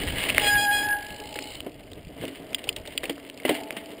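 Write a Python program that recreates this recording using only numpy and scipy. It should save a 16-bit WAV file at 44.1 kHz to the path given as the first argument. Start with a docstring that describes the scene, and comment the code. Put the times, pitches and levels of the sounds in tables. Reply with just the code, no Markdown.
"""A disc brake squeals over rushing wind and tyres as a mountain bike slows into a bend on cracked asphalt.
The pads stick and slip on the brake disc, then fade to a rub, while the freewheel ticks.
Grit snaps off the tyres, the chain slaps, and bumps shake the frame; the hardest sets the disc ringing.
Wind and tyre rush fall with the speed. All is heard from the rider's place, through a recorder
that holds coarse samples and so mirrors the sound into a glassy treble."""
import sys
import numpy as np
from scipy import signal
from scipy.fft import rfft, irfft
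from scipy.io import wavfile

SR = 44100
rng = np.random.default_rng(int(sys.argv[2]) if len(sys.argv) > 2 else 0)


def put_to_file(sound):
    """Save the sound as 16-bit audio at rate SR, in the file named by the first command-line argument."""
    columns = np.atleast_2d(sound).T  # one column per channel
    safe = np.clip(columns, -1, 1)
    whole_steps = np.round(safe * 32767)
    wavfile.write(sys.argv[1], SR, whole_steps.astype(np.int16))


N = 176400
TIME = np.arange(N) / SR
HIT_TIME = TIME[:SR // 5]  # each hit lasts 0.2 seconds


# The squeal's lowest tone. Each row: time in seconds, pitch in Hz.
SQUEAL_HZ = [(.39, 835), (.47, 826), (.6, 823), (.78, 824), (.865, 836), (.96, 824), (1.03, 834),
             (1.5, 842)]
# That tone, its octave and its shrill sixth multiple. Each row: time in seconds, level in dB.
LOW_DB = [(.37, -57), (.42, -31.5), (.5, -29), (.6, -29.5), (.71, -25.5), (.79, -33.5), (.89, -33),
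          (1.0, -35.5), (1.04, -48.5), (1.4, -46), (1.51, -50), (1.6, -100)]
OCTAVE_DB = [(.38, -49), (.44, -34.5), (.49, -22.5), (.565, -18), (.62, -30.5), (.69, -22), (.8, -27.5),
             (.89, -28.5), (.935, -23), (.97, -36.5), (1.08, -44), (1.22, -52), (1.4, -100)]
SHRILL_DB = [(.405, -70), (.425, -37), (.48, -35.5), (.54, -31), (.558, -60), (.58, -35.5), (.65, -35),
             (.68, -49), (.73, -40), (.79, -39), (.85, -42), (.88, -70), (1.05, -85)]
# How hard the pads bite. Each row: time in seconds, overtone level in dB.
BITE_DB = [(.39, -57), (.425, -39), (.485, -24), (.54, -57), (.585, -31.5), (.65, -33.5), (.69, -56),
           (.73, -31), (.785, -32.5), (.86, -48.5), (.96, -58), (1.1, -80)]
# The overtones. Each row: multiple of the pitch, dB added to the bite.
BITE_TONES = [(3, -3.5), (4, 3.5), (5, -8.5), (7, -23)]
# The squeal breaks up as it fades. Each row: time in seconds, roughness from 0 to 1.
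ROUGHNESS = [(.4, .2), (.55, .09), (.7, .15), (.85, .27), (1.0, .4), (1.2, .55)]

def squeal():
    """Pads stick and slip on the disc: one wobbling pitch, whose overtones come and go with the bite."""
    hz = curve(SQUEAL_HZ) * (1 + .004 * drift(per_s=30))
    phase = 2 * np.pi * np.cumsum(hz) / SR
    tones = [(1, curve(LOW_DB)), (2, curve(OCTAVE_DB)), (6, curve(SHRILL_DB))]
    tones += [(multiple, curve(BITE_DB) + db) for multiple, db in BITE_TONES]
    return sum(from_db(db) * rough_tone(multiple * phase, curve(ROUGHNESS)) for multiple, db in tones)


# The pads' rub. Each row: time in seconds, level in dB.
RUB_DB = [(.8, -47), (1.0, -55), (1.15, -49.5), (1.3, -50), (1.44, -45), (1.52, -43.5), (1.6, -52),
          (1.68, -80)]
# Its tone colour. Each row: frequency in Hz, strength in dB.
RUB_TONE = [(1700, -18), (2150, 3.5), (2600, -22), (2950, 9), (3400, -13), (4250, 1.5), (5200, -39)]

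def rub():
    """As the lever eases, the pads only rasp over the disc."""
    return from_db(curve(RUB_DB) + 1.5 * drift(per_s=70)) * noise(RUB_TONE)


# The freewheel's speed. Each row: time in seconds, ticks per second.
TICK_RATE = [(0, 59), (.25, 53.5), (.9, 50), (1.15, 51.5), (1.37, 61), (1.6, 64), (1.9, 55.5), (2.45, 43.5),
             (3.2, 32.5), (4, 35)]
# Its loudness. Each row: time in seconds, level in dB.
TICK_DB = [(0, -49), (.45, -42.5), (.8, -44), (1.0, -48), (1.25, -47), (1.35, -46.5), (1.52, -45),
           (1.65, -63), (2.1, -65.5), (2.3, -54.5), (2.6, -68), (4, -66)]
# The ring of small metal parts. Each row: frequency in Hz, strength in dB.
METAL_TONE = [(900, -5), (1600, -44.5), (2200, -1), (3000, 4), (3600, -6), (4300, -5), (5000, 1),
              (5800, -30)]

def freewheel():
    """Little catches drop over the ratchet's teeth, each with a short bright rasp."""
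    spread_db, decay_s = 2.5, 0.0018
    rate = curve(TICK_RATE)
    teeth = np.cumsum(rate) / SR
    strength = from_db(spread_db * rng.standard_normal(1000))[teeth.astype(int)]
    age = (teeth % 1) / rate / decay_s  # decay times since the last tooth
    ticks = strength * age * np.exp(-age) * rng.standard_normal(N)
    return from_db(curve(TICK_DB)) * coloured(ticks, METAL_TONE)


# Flying grit. Each row: start in seconds, peak in dB, pitch in Hz, ring time in seconds.
STONE_SNAPS = [(0.2892, -16.5, 2390, 0.012), (0.2972, -12, 2600, 0.011), (.3018, -9, 2720, 0.0063),
               (.3475, -11.5, 2740, 0.0043), (0.3811, 0.5, 2135, 0.0064), (0.397, -15, 2830, 0.015),
               (0.469, -11, 2640, 0.0023), (1.328, -27, 3000, 0.011), (1.356, -29, 1690, .012),
               (1.389, -15, 2350, 0.0038), (1.554, -24.5, 3600, 0.0036), (1.6045, -19.5, 3000, .009),
               (1.917, -35, 3200, 0.013), (1.933, -31, 3680, 0.0054), (2.253, -20.5, 2860, 0.0048),
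               (2.531, -26, 2380, 0.0051), (3.0405, -15, 2170, 0.0045), (3.18, -30.5, 1270, 0.0041),
               (3.299, -22.5, 2920, 0.0047), (3.4, -30.5, 2160, 0.016), (3.551, -21, 2080, 0.0091),
               (3.7069, -16, 2250, 0.0038)]

def stones():
    """Each stone snaps off a tyre with a ping, a crack and a small knock."""
    out = np.zeros(N)
    crack_band = signal.butter(2, [1200, 5000], "band", fs=SR, output="sos")
    knock = from_db(-18.5) * ring(hz=600, ring_s=0.024)
    for start, db, hz, ring_s in STONE_SNAPS:
        crack = signal.sosfilt(crack_band, burst(ring_s / 5))
        snap = ring(hz, ring_s) + from_db(-11) * crack / abs(crack).max() + knock
        snap *= fade_in(rise_s=0.00017)
        add(out, start, from_db(db) * snap / abs(snap).max())
    return out


# Chain slaps. Each row: start in seconds, level in dB, pitch factor.
CHAIN_SLAPS = [(2.5453, -22, 1.02), (2.64, -37.5, 1.11), (2.6894, -21, 1.02), (2.7622, -33, 1.14),
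               (2.874, -39, 1.17), (2.9763, -23, 1.005), (3.054, -33, .9), (3.0963, -30.5, 0.987)]
# The chain's tones at factor 1. Each row: pitch in Hz, strength in dB, ring time in seconds.
CHAIN_TONES = [(2010, -17, 0.06), (2700, 1.5, 0.0046), (2914, 2.5, 0.011), (3190, 3.5, 0.0075),
               (3360, -5, 0.004), (4060, -6.5, 0.0041), (4790, -10, 0.032)]

def chain():
    """The chain slaps the frame with short metallic clacks."""
    out = np.zeros(N)
    low_hz = 1530
    for start, db, pitch in CHAIN_SLAPS:
        clack = struck(CHAIN_TONES, pitch, low_hz, contact_s=0.0022) * fade_in(rise_s=0.0007)
        add(out, start, from_db(db) * unit_hit(cut_bass(clack, low_hz)))
    return out


# Road bumps. Each row: start in seconds, thud in dB, rattle in dB, the thud's pitch factor.
ROAD_BUMPS = [(1.356, -33.5, -36, 1.11), (1.664, -29.5, -45.5, 1.07), (2.195, -33.5, -52, 0.35),
              (2.219, -32, -52, 0.73), (2.237, -26.5, -45, 0.95), (2.28, -35.5, -37.5, 0.94),
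              (2.397, -37.5, -55, .6), (2.522, -41, -48, 0.92), (2.64, -40.5, -43, 1.16),
              (2.671, -38, -45, 1.5), (2.697, -36.5, -50, 1.06), (2.766, -38, -41, 1.3),
              (2.853, -45, -42.5, 1.2), (2.877, -39.5, -46, 1.3), (3.033, -30, -32.5, 1.16),
              (3.095, -24.5, -33, 0.99), (3.4509, -19.5, -24, 0.91), (3.48, -33, -32.5, 2.05),
              (3.4914, -18, -21.5, 1.05), (3.506, -20.5, -46, 0.89), (3.766, -36.5, -32, 0.64),
              (3.982, -42, -47, 0.76)]
# The frame's tones at factor 1. Each row: pitch in Hz, strength in dB, ring time in seconds.
FRAME_TONES = [(190, -20, 0.076), (285.6, 0.5, 0.22), (348, 0, 0.14), (451, 2.5, 0.038), (553, -2, 0.032),
               (668, -5, 0.089), (892, -12.5, 0.013), (1210, -21.5, 0.011)]

def bumps():
    """At each bump the frame thuds and loose parts rattle."""
    out = np.zeros(N)
    rattle_decay_s = 0.013
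    for start, thud_db, rattle_db, pitch in ROAD_BUMPS:
        rattle = noise(HISS_TONE, len(HIT_TIME)) * np.exp(-HIT_TIME / rattle_decay_s)
        thud = struck(FRAME_TONES, pitch, low_hz=195, contact_s=0.005)
        add(out, start, from_db(thud_db) * thud + from_db(rattle_db) * unit_hit(rattle))
    return out


# The brake disc's tones. Each row: pitch in Hz, level in dB, ring time in seconds.
DISC_TONES = [(293.8, -41, .75), (436, -43.5, 1.4), (663, -39.5, 1.74), (748, -40, 0.43), (797, -40, 0.56),
              (868, -43, 1.3), (1674, -45, 0.46), (2080, -49, .3), (2900, -45, 0.19), (2800, -39, 0.2)]

def disc_ring():
    """The hardest bump leaves the brake disc ringing unevenly."""
    out = np.zeros(N)
    for hz, db, ring_s in DISC_TONES:
        tone = rough_tone(2 * np.pi * hz * TIME, roughness=0.49)
        add(out, start=3.494, sound=from_db(db) * tone * fade_out(TIME, ring_s))
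    return out


# Loose gravel on the broken road. Each row: time in seconds, level in dB.
GRAVEL_DB = [(1.2, -75), (1.6, -54.5), (2.1, -62.5), (2.3, -72), (2.7, -54.5), (3.2, -53), (3.6, -50),
             (4, -62.5)]

def gravel():
    """Small stones spray against the metal of the bike."""
    decay_s = 0.0021
    spray = signal.fftconvolve(clicks(per_s=65, spread_db=3), np.exp(-HIT_TIME / decay_s))[:N]
    return from_db(curve(GRAVEL_DB)) * coloured(spray * rng.standard_normal(N), METAL_TONE)


# Tyre rumble and hiss. Each row: time in seconds, level in dB.
RUMBLE_DB = [(0.0, -40), (0.36, -35), (0.57, -40), (0.68, -40), (0.85, -41), (0.97, -43), (1.06, -44),
             (2.05, -46), (2.34, -43.5), (3.36, -45.5), (3.64, -42.5), (4.0, -45)]
HISS_DB = [(0, -38), (.2, -36.5), (.45, -33), (.65, -44), (.95, -50.5), (1.6, -59.5), (1.8, -58.5),
           (2.15, -59.5), (2.25, -45.5), (2.45, -55.5), (2.95, -52.5), (3.05, -53.5), (3.22, -58),
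           (3.44, -50.5), (3.53, -34), (3.63, -54), (3.8, -51.5), (4, -54.5)]
# Their tone colours. Each row: frequency in Hz, strength in dB.
RUMBLE_TONE = [(100, -14.5), (200, -8.5), (250, -3.5), (285, 5), (340, -6), (430, -2), (520, -6.5),
               (650, -2), (780, -13), (1050, -20.5), (2000, -24)]
HISS_TONE = [(500, -4.5), (1000, -9), (1400, -11), (2100, 2.5), (2500, -5), (2950, 3), (3600, -7),
             (4800, -15.5), (5500, -25.5)]

def tyres():
    """The tyres rumble through the frame, their tread hisses and fine grit crunches."""
    rumble = from_db(curve(RUMBLE_DB) + 2.34 * drift(per_s=17)) * noise(RUMBLE_TONE)
    grains = clicks(per_s=450, spread_db=4.5) * rng.choice([-1, 1], N)
    tread = noise(HISS_TONE) + from_db(-2) * coloured(grains, HISS_TONE)
    return rumble + from_db(curve(HISS_DB) + 3.1 * drift(per_s=12.7)) * tread


# The wind. Each row: time in seconds, level in dB.
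WIND_DB = [(0, -32), (.3, -40.5), (.5, -42), (.85, -48.5), (1.2, -48.5), (1.7, -53.5), (2.1, -45.5),
           (2.55, -58.5), (2.83, -48.5), (3.2, -60), (3.6, -67), (4, -65)]
# Its tone colour. Each row: frequency in Hz, strength in dB.
WIND_TONE = [(20, -4.5), (40, -2), (70, -1), (110, -2), (180, -7.5), (350, -23), (900, -65)]

def wind():
    """Air buffets the microphone in low, lumpy gusts."""
    return from_db(curve(WIND_DB) + 3.1 * drift(per_s=16)) * noise(WIND_TONE)


def from_db(db):
    """Turn decibels into a volume factor."""
    return 10 ** (np.asarray(db) / 20)


def unit_level(x):
    """Scale a sound to an average (rms) level of 1."""
    return x / np.sqrt(np.mean(x ** 2) + 1e-20)


def unit_hit(x):
    """Give a hit the energy of 10 milliseconds at level 1."""
    return x / np.sqrt(np.sum(x ** 2) / (SR / 100) + 1e-20)


def curve(rows):
    """Join (time, value) rows by straight lines."""
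    return np.interp(TIME, *np.transpose(rows))


def coloured(x, colour):
    """Give a sound a tone colour of (Hz, dB) rows, at level 1."""
    hz, db = np.transpose(colour)
    f = np.maximum(np.fft.rfftfreq(len(x), 1 / SR), 1)
    gain = from_db(np.interp(np.log(f), np.log(hz), db))
    edge_fade = np.minimum(1, f / hz[0]) * np.minimum(1, hz[-1] / f) ** 2
    return unit_level(irfft(rfft(x) * edge_fade * gain, len(x)))


def noise(colour, length=N):
    """A steady rush with a tone colour."""
    return coloured(rng.standard_normal(length), colour)


def drift(per_s):
    """A smooth random wander, about 1 in size."""
    f = np.fft.rfftfreq(N, 1 / SR)
    return unit_level(irfft(rfft(rng.standard_normal(N)) / (1 + (f / per_s) ** 2), N))


def rough_tone(phase, roughness):
    """A tone at level 1 whose strength and timing flutter."""
    tone = (1 + roughness * drift(per_s=65)) * np.sin(phase)
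    tone += roughness * drift(per_s=65) * np.cos(phase)
    return tone / np.sqrt(.5 + roughness ** 2)


def clicks(per_s, spread_db):
    """Clicks of uneven size at random moments."""
    return (rng.random(N) < per_s / SR) * from_db(spread_db * np.minimum(rng.exponential(1, N), 4))


def fade_in(rise_s):
    """Soften the start of a hit."""
    return 1 - np.exp(-HIT_TIME / rise_s)


def fade_out(t, ring_s):
    """Fall by 60 dB over the ring time."""
    return np.exp(-np.log(1000) * t / ring_s)


def ring(hz, ring_s):
    """One dying tone of a struck object."""
    return np.sin(2 * np.pi * hz * HIT_TIME) * fade_out(HIT_TIME, ring_s)


def burst(decay_s):
    """A dying cluster of tiny contacts."""
    return rng.standard_normal(len(HIT_TIME)) * np.exp(-HIT_TIME / decay_s)


def cut_bass(x, hz):
    """Small objects give off no bass."""
    return signal.sosfilt(signal.butter(2, hz, "high", fs=SR, output="sos"), x)


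def struck(tones, pitch, low_hz, contact_s):
    """A rough contact sets each tone of an object ringing."""
    out = 0
    for hz, db, ring_s in tones:
        tone = signal.fftconvolve(burst(contact_s), ring(hz * pitch, ring_s))[:len(HIT_TIME)]
        out = out + from_db(db) * unit_hit(cut_bass(tone, low_hz * pitch))
    return unit_hit(out)


def add(out, start, sound):
    """Mix a sound in at a start time in seconds."""
    i = int(start * SR)
    out[i:i + len(sound)] += sound[:N - i]


def scene():
    """The whole bike in open air, in one channel."""
    riding = squeal() + rub() + freewheel() + wind() + tyres() + gravel()
    return (riding + stones() + chain() + bumps() + disc_ring())[None]


def record(dry):
    """Holding 12,000 samples a second mirrors the sound about 6 and 12 kHz; the very top is cut."""
    sampler_cut_hz, top_hz = 5820, 15600
    dull = signal.sosfilt(signal.ellip(6, .5, 50, sampler_cut_hz, fs=SR, output="sos"), dry)
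    coarse = signal.resample_poly(dull, 40, 147, axis=-1)  # down to 12 kHz
    held = np.repeat(coarse, 4, axis=-1)  # up to 48 kHz
    glassy = signal.resample_poly(held, 147, 160, axis=-1)[:, :N]  # back to SR
    return signal.sosfilt(signal.ellip(10, .1, 80, top_hz, fs=SR, output="sos"), glassy)


dry = scene()
out = record(dry)
put_to_file(out)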